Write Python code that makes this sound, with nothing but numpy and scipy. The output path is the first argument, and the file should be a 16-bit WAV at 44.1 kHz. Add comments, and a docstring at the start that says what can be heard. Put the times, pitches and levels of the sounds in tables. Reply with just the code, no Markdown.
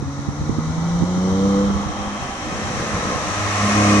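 """A loud exhaust drones and climbs in pitch as a car accelerates towards a concrete underpass.
The car lifts off with a few soft pops, then pulls again close to the mouth. Its note is the harmonic
series of the engine's firings, shaped by pipe resonances and prolonged by the echo of the walls.
Tyre roar swells between the walls over a distant hiss, while a draught buffets the two microphone
ports, mostly the right one."""
import sys
import numpy as np
from scipy import signal
from scipy.fft import rfft, irfft
from scipy.io import wavfile
from scipy.ndimage import uniform_filter1d

SR = 44100
rng = np.random.default_rng(int(sys.argv[2]) if len(sys.argv) > 2 else 0)


def to_wav(s):
    """Save 16-bit WAV."""
    ch = np.atleast_2d(s).T  # columns
    pcm = np.round(np.clip(ch, -1, 1) * 32767)  # PCM
    wavfile.write(sys.argv[1], SR, pcm.astype(np.int16))


N = 176400
LEFT_LEAD_S = 0.0001  # diffuse sound reaches the left port first


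# Engine speed: (time [s], firing rate [Hz])
FIRING_RATE = [(0, 68.37), (.25, 70.72), (.6, 78.2), (1, 87.32), (1.5, 98.95), (1.6, 100.2), (1.72, 99.7),
               (1.9, 102.6), (2.2, 102.7), (3.3, 100.7), (3.58, 101.4), (3.77, 104.5), (3.95, 102.1)]

def engine():
    """Periodic firing sets the fundamental: returns its slightly unsteady rate [Hz] and phase [rad]."""
    hz = curve(FIRING_RATE) * (1 + 0.004 * walk(24))
    return hz, 2 * np.pi * np.cumsum(hz) / SR


# Exhaust strength: (time [s], level [dB], then relative to it: fundamental [dB],
# odd harmonics from the 3rd [dB], even harmonics from the 4th [dB])
EXHAUST_LEVELS = [(0, -26, -8, -10, -9), (.08, -30, -26, -24, 5.5), (.52, -25, -28, -2, -2),
                  (.72, -24.5, -12, -4.5, -16.5), (1, -18.5, -16, -16, -10), (1.12, -19.5, -15, -7.5, 4),
                  (1.3, -18.5, -9, -7.5, 6.5), (1.47, -14.5, -16, -3.5, 4), (1.6, -16, -26, 0.5, 3),
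                  (1.7, -19, -18, -10.5, -2), (1.87, -30, -22, 3, -9), (2.17, -28.5, -19, -3, -15),
                  (2.22, -53, -12, -8, -10), (2.46, -43, -13, 17, -8), (2.56, -49, 4, 11, 0),
                  (3.18, -42.5, -12, 10, 0), (3.4, -43.5, 18.5, 14, 12), (3.57, -35.5, 8.5, 2.5, -7),
                  (3.65, -22, 1.5, -12, -11), (3.7, -24.5, -8, -18, -21), (3.77, -20.5, 0.5, 1, -8),
                  (3.93, -19.5, -1.5, 1.5, 1.5)]
# Pipe response through the underpass: (frequency [Hz], gain with car far [dB], gain with car near [dB])
PIPE_RESPONSE = [(136, -3, -8), (166, 0, -16), (204.6, -1.5, 2), (265, -11.5, -7), (283, -7, 0.5),
                 (319.2, -12.5, -8), (333, -9, -24), (420, -32, -8.5), (470, -6.5, -28), (493.5, -7, -13.5),
                 (582, -27, -13), (628, -25, -16), (733, -42, -34), (810, -37, -35), (1110, -36.5, -24),
                 (1400, -42, -26)]
# Rasp of the pipe once the car is near: (time [s], level [dB])
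RASP_LEVEL = [(3.4, -75), (3.68, -37), (3.82, -28), (4, -43)]

def exhaust(hz, phase):
    """Source and filter: firing harmonics sweep through pipe resonances; unequal cylinders add growl."""
    load, boom, odd, even = (undb(curve(EXHAUST_LEVELS, axis=k)) for k in (1, 2, 3, 4))
    near = curve([(2.2, 0), (3.5, 1)])
    growl = undb(-22 + 8 * near)
    rasp_hz, rasp_octaves = 708, 0.038
    note, rasp = 0, 0
    for order in np.arange(2, 37) / 3:  # multiples of the firing rate, in thirds
        partial_hz = order * hz
        waver_db = .75 if order <= 2 else 1.8
        wave = np.sqrt(2) * np.sin(order * phase + rng.uniform(0, 2 * np.pi))
        wave *= undb(waver_db * walk(9))
        far_gain, near_gain = (tone(PIPE_RESPONSE, partial_hz, axis=k) for k in (1, 2))
        pipe = (1 - near) * far_gain + near * near_gain
        if order == 1:
            gain = boom
        elif order == 2:
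            gain = pipe
        elif order % 1:
            gain = growl * np.sqrt(pipe)
        else:
            gain = pipe * (odd if order % 2 else even)
        note += load * gain * wave
        rasp_band = np.exp(-.5 * (np.log2(partial_hz / rasp_hz) / rasp_octaves) ** 2)
        rasp += wave * rasp_band * (.5 if order % 1 else 1)
    return note + undb(curve(RASP_LEVEL)) * unit(rasp)


# Burble, most exposed off throttle: (time [s], level [dB])
BURBLE_LEVEL = [(0, -64), (1.45, -38.5), (1.75, -31), (2.05, -43), (2.38, -48), (2.6, -29.5), (2.85, -30.5),
                (3.08, -26), (3.35, -37.5), (3.7, -38.5), (4, -38)]
# Pipe response to a weak firing: (frequency [Hz], relative gain [dB])
BURBLE_RESPONSE = [(40, -49), (95, -8.5), (135, -7), (210, 0), (260, -13.5), (305, -16.5), (400, -10),
                   (520, -4), (620, -18.5), (900, -25.5)]

def burble(phase):
    """Impulse excitation: weak firings, uneven in size and timing, ring the pipe."""
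    firings = np.flatnonzero(np.diff(phase // (2 * np.pi)))
    size, late = rng.standard_normal((len(firings), 2)).T
    jitter_s, scatter_db = .0035, 7
    onsets = np.clip(firings + (late * jitter_s * SR).astype(int), 0, N - 1)
    pulses = np.zeros(N)
    pulses[onsets] = undb(scatter_db * np.tanh(size / 2))
    hz = bins()
    log_gain = np.log(tone(BURBLE_RESPONSE, hz) / (1 + (hz / 1100) ** 4))
    mirrored = np.r_[log_gain, log_gain[-2:0:-1]]
    pipe = np.exp(np.conj(signal.hilbert(mirrored)))[:len(hz)]  # minimum phase, hence causal
    return unit(irfft(rfft(pulses) * pipe, N)) * undb(curve(BURBLE_LEVEL))


# Pops in the exhaust off throttle: (time [s], peak level [dB], boom frequency [Hz])
OVERRUN_POPS = [(2.227, -26, 120), (2.464, -22.5, 233.8), (2.527, -19, 200), (2.595, -27, 188),
                (2.703, -25, 113.9), (2.802, -18.5, 171), (2.943, -17, 105.8), (2.964, -20, 173),
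                (3.073, -17, 205.7)]

def backfires():
    """Damped oscillation: each overrun pop is a short boom of the pipe, roughened by phase modulation."""
    rise_s, decay_s = 0.003, 0.012
    out, rough = 0, 0.65 * walk(105)
    for at, db, hz in OVERRUN_POPS:
        t = np.arange(N) / SR - at
        envelope = np.exp(np.minimum(t / rise_s, -t / decay_s))
        out -= undb(db) * envelope * np.cos(2 * np.pi * hz * t + rough)
    return out


def underpass(x):
    """Reverberation: concrete walls add an exponentially decaying diffuse field to the direct sound."""
    t = np.arange(N) / SR
    t60_s, build_s, echo_db = 1.4, 0.0067, -16
    left_db, right_delay_s = -0.67, .0002
    tail = irfft(diffuse(LEFT_LEAD_S), N) * undb(-60 * t / t60_s) * np.minimum(t / build_s, 1)
    echo = signal.fftconvolve(x[None], unit(tail) / np.sqrt(N), axes=1)[:, :N]
    direct = np.array([x * undb(left_db), np.interp(t - right_delay_s, t, x)])
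    return direct + undb(echo_db) * echo


# Tyre roar: (time [s], level [dB], relative treble [dB])
TYRE_LEVELS = [(0, -40.5, -9), (1, -39, -24), (1.6, -37, -8), (2.2, -31, -2), (2.4, -34.5, 2.5),
               (2.7, -28.5, 0), (3.1, -24, -4), (3.45, -22, -3), (3.7, -18.5, -3), (3.9, -17.5, -1.5),
               (4, -21.5, 2)]
# Its colour: (frequency [Hz], left gain [dB], right gain [dB])
TYRE_SPECTRUM = [(30, 3, -13), (100, -9.5, -8), (390, -9.5, -0.5), (597, 11, 7.5), (650, 4.5, 2.5),
                 (873, -0.5, 1.5), (1076, 3.5, 8), (1270, 6.5, 3.5), (1450, 3.5, -2), (1820, 3, 7.5),
                 (2080, 1.5, -3.5), (2500, 3, -2.5), (2830, -0.5, 0), (3460, -7, -6.5), (4440, -7.5, -4),
                 (4800, -8, -10.5), (5700, 2, -7), (6470, -1.5, -6), (8080, -14.5, -6.5),
                 (8900, -21.5, -15), (10560, -43, -13.5), (11900, -56, -30)]

def tyres():
    """Rolling contact radiates broadband noise, which swells as the car nears."""
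    return road_noise(TYRE_LEVELS, TYRE_SPECTRUM)


# Resonances of the underpass: (frequency [Hz], width [Hz], boost [dB])
UNDERPASS_MODES = [(713, 31, 5), (1063, 17, 4.5), (1260, 24, 4), (1685, 23, 4.5), (1990, 107, 6),
                   (2180, 86, 5), (2507, 38, 7.5), (3600, 130, 2), (5830, 120, 2.5)]

def road_noise(levels, colour):
    """Cavity resonance: the underpass colours rolling noise; body and treble flicker slightly."""
    hz = bins()
    crossover_hz, flicker_db = 1450, 0.39
    modes_db = sum(db / (1 + (2 * (hz - centre) / width) ** 2) for centre, width, db in UNDERPASS_MODES)
    port_gains = np.array([tone(colour, hz, axis=k) for k in (1, 2)])
    spectrum = wall_interference(diffuse(LEFT_LEAD_S) * undb(modes_db) * port_gains)
    low = 1 / (1 + (hz / crossover_hz) ** 4)
    body = irfft(spectrum * low, N) * undb(flicker_db * walk(4.2))
    treble = irfft(spectrum * (1 - low), N) * undb(curve(levels, axis=2) + flicker_db * walk(6.1))
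    return (body + treble) * undb(curve(levels))


def wall_interference(spectrum):
    """Interference of reflections ripples a spectrum; random patterns crossfade as the traffic moves."""
    hz, t, out = bins(), np.arange(N) / SR, 0
    fade_s, ripple_db = .8, 3
    for at in np.arange(0, N / SR + fade_s / 2, fade_s):
        jagged = rng.standard_normal(len(hz))
        ripple = unit(uniform_filter1d(uniform_filter1d(jagged, size=130), size=130))
        share = np.maximum(1 - np.abs(t - at) / fade_s, 0)
        out += share * irfft(spectrum * undb(ripple_db * ripple / (1 + hz / 5000)), N)
    return rfft(unit(out))


# Singing bands in the road noise: (centre [Hz], half-width at 12 dB down [Hz])
SINGING_BANDS = [(1130, 126), (3150, 260)]
# Their strength: (time [s], low band level [dB], high band level [dB])
SINGING_LEVELS = [(0, -73, -71), (.9, -56, -51.5), (1.55, -33, -46), (2.15, -37, -43.5), (2.7, -43, -44.5),
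                  (3.4, -40, -60), (3.9, -23.5, -64)]

def singing():
    """Narrow-band noise is heard as pitch: two bands stand out as the car lines up with the underpass."""
    out = 0
    for k, (centre, width) in enumerate(SINGING_BANDS, start=1):
        band = 1 / (1 + ((bins() - centre) / width) ** 2) ** 2
        noise = unit(irfft(diffuse(lead_s=0.0003) * band, N))
        out += noise * undb(curve(SINGING_LEVELS, axis=k))
    return out


# Draught rumble: (time [s], left level [dB], right level [dB])
DRAUGHT_LEVELS = [(0, -31.5, -37), (.45, -26, -26), (.7, -29.5, -37), (1.25, -31.5, -37),
                  (1.8, -32.5, -23.5), (2.05, -29, -32), (2.35, -42.5, -43), (2.7, -29.5, -34),
                  (4, -37, -48)]
# Its colour: (frequency [Hz], relative gain [dB])
DRAUGHT_SPECTRUM = [(15, -27), (40, -4), (85, 10.5), (130, -2), (200, -3.5), (330, -11), (600, -83)]
# Eddies at the right port: (time [s], level before windowing [dB], frequency [Hz])
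EDDIES = [(0.026, -8.5, 223), (0.194, -11.5, 153), (0.288, -7.5, 192), (0.496, -6, 236), (.515, -9, 200),
          (0.587, -5, 215), (0.782, -12, 126), (0.825, -14.5, 214), (1.024, -4.5, 203.8), (1.037, -6, 225),
          (1.178, -8, 160), (1.446, -8.5, 170.2), (1.702, -9.5, 252.4), (1.867, -8.5, 151),
          (3.16, -12.5, 179.8)]

def wind():
    """Turbulent pressure rumbles on both ports; single eddies thump the right one, each in a short wake."""
    def rumble():
        return unit(irfft(rfft(rng.standard_normal(N)) * tone(DRAUGHT_SPECTRUM, bins()), N))

    gust_db, gust_hz = 10, 25.7
    eddy_cycles, wake_db, wake_s = 0.31, -13.5, 0.013
    ports = np.zeros((2, N))
    for side in (0, 1):
        gusty = rumble() * undb(gust_db * np.tanh(walk(gust_hz)))
        ports[side] = unit(gusty) * undb(curve(DRAUGHT_LEVELS, axis=side + 1))
    wake = unit(signal.sosfilt(signal.butter(2, [90, 300], "band", fs=SR, output="sos"), rumble()))
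    for at, db, hz in EDDIES:
        t = np.arange(N) / SR - at
        eddy = -np.sin(2 * np.pi * hz * t) * np.exp(-.5 * (hz * t / eddy_cycles) ** 2)
        ports[1] += undb(db) * (eddy + undb(wake_db) * wake * np.exp(-np.abs(t) / wake_s))
    return ports


# Distant road noise: (time [s], level [dB], relative treble [dB])
DISTANT_LEVELS = [(0, -34, -7), (.15, -32.5, -5), (.5, -31.5, -4), (.9, -29, -4.5), (1.45, -29, -3),
                  (1.8, -28.5, -5), (2.3, -27.5, -11), (3, -29.5, -1), (4, -36.5, 4.5)]
# Its colour: (frequency [Hz], left gain [dB], right gain [dB])
DISTANT_SPECTRUM = [(30, -11, -3), (100, -9, -5.5), (303, -3, -1), (430, -11.5, -16.5), (765, -12.5, -4.5),
                    (790, -1, -0.5), (866, -4.5, -7), (1280, -4, -4), (1540, -11, -14.5),
                    (2330, -13.5, -18.5), (2340, -25.5, -24), (2720, -21.5, -21), (3200, -18, -16),
                    (3530, -34, -13.5), (3800, -18, -8.5), (4780, -24.5, -17), (5150, -12.5, -17),
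                    (5910, -7.5, -24), (6540, -10, -15.5), (7100, -25, -14.5), (8080, -31, -22),
                    (9200, -33, -31.5), (10000, -31.5, -24.5), (12000, -67, -41.5)]

def distant_road():
    """Transmission through an opening: far road noise and hiss enter by the mouth."""
    return road_noise(DISTANT_LEVELS, DISTANT_SPECTRUM)


def diffuse(lead_s):
    """Diffuse-field coherence: left and right noise spectra, alike in the bass, barely so in the treble."""
    mid, side = rfft(rng.standard_normal((2, N)))
    coherence = np.clip(0.09 + 1.19 / (1 + (bins() / 1040) ** 4), 0, 1)
    common = mid * np.sqrt((1 + coherence) / 2)
    opposed = side * np.sqrt((1 - coherence) / 2)
    advance = np.exp(2j * np.pi * bins() * lead_s)
    return np.array([(common + opposed) * advance, common - opposed])


def walk(rate_hz):
    """Low-passed noise: smooth random motion with rms 1."""
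    return unit(irfft(rfft(rng.standard_normal(N)) * np.exp(-(bins() / rate_hz) ** 2), N))


def curve(rows, axis=1):
    """One column of a time table, interpolated at every sample."""
    rows = np.array(rows, float)
    return np.interp(np.arange(N) / SR, rows[:, 0], rows[:, axis])


def tone(rows, hz, axis=1):
    """Gain of a spectrum table, interpolated in log frequency."""
    rows = np.array(rows, float)
    return undb(np.interp(np.log(hz), np.log(rows[:, 0]), rows[:, axis]))


def bins():
    """Frequencies [Hz] of the full-length spectrum."""
    return np.maximum(np.arange(N // 2 + 1) * SR / N, 1)


def undb(db):
    """Decibels to amplitude ratio."""
    return 10 ** (np.asarray(db) / 20)


def unit(x):
    """Normalisation to rms 1."""
    return x / np.sqrt(np.mean(x ** 2))


def scene():
    """Superposition: the car, the road beyond it and the draught add at the two ports."""
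    hz, phase = engine()
    tailpipe = exhaust(hz, phase) + burble(phase) + backfires()
    return underpass(tailpipe) + tyres() + distant_road() + singing() + wind()


def record(dry):
    """Band limiting: filters remove the deepest rumble and the top of the treble."""
    dry = signal.sosfilt(signal.butter(2, 22, "high", fs=SR, output="sos"), dry)
    return signal.sosfilt(signal.ellip(8, .2, 70, 11800, fs=SR, output="sos"), dry)


dry = scene()
out = record(dry)
to_wav(out)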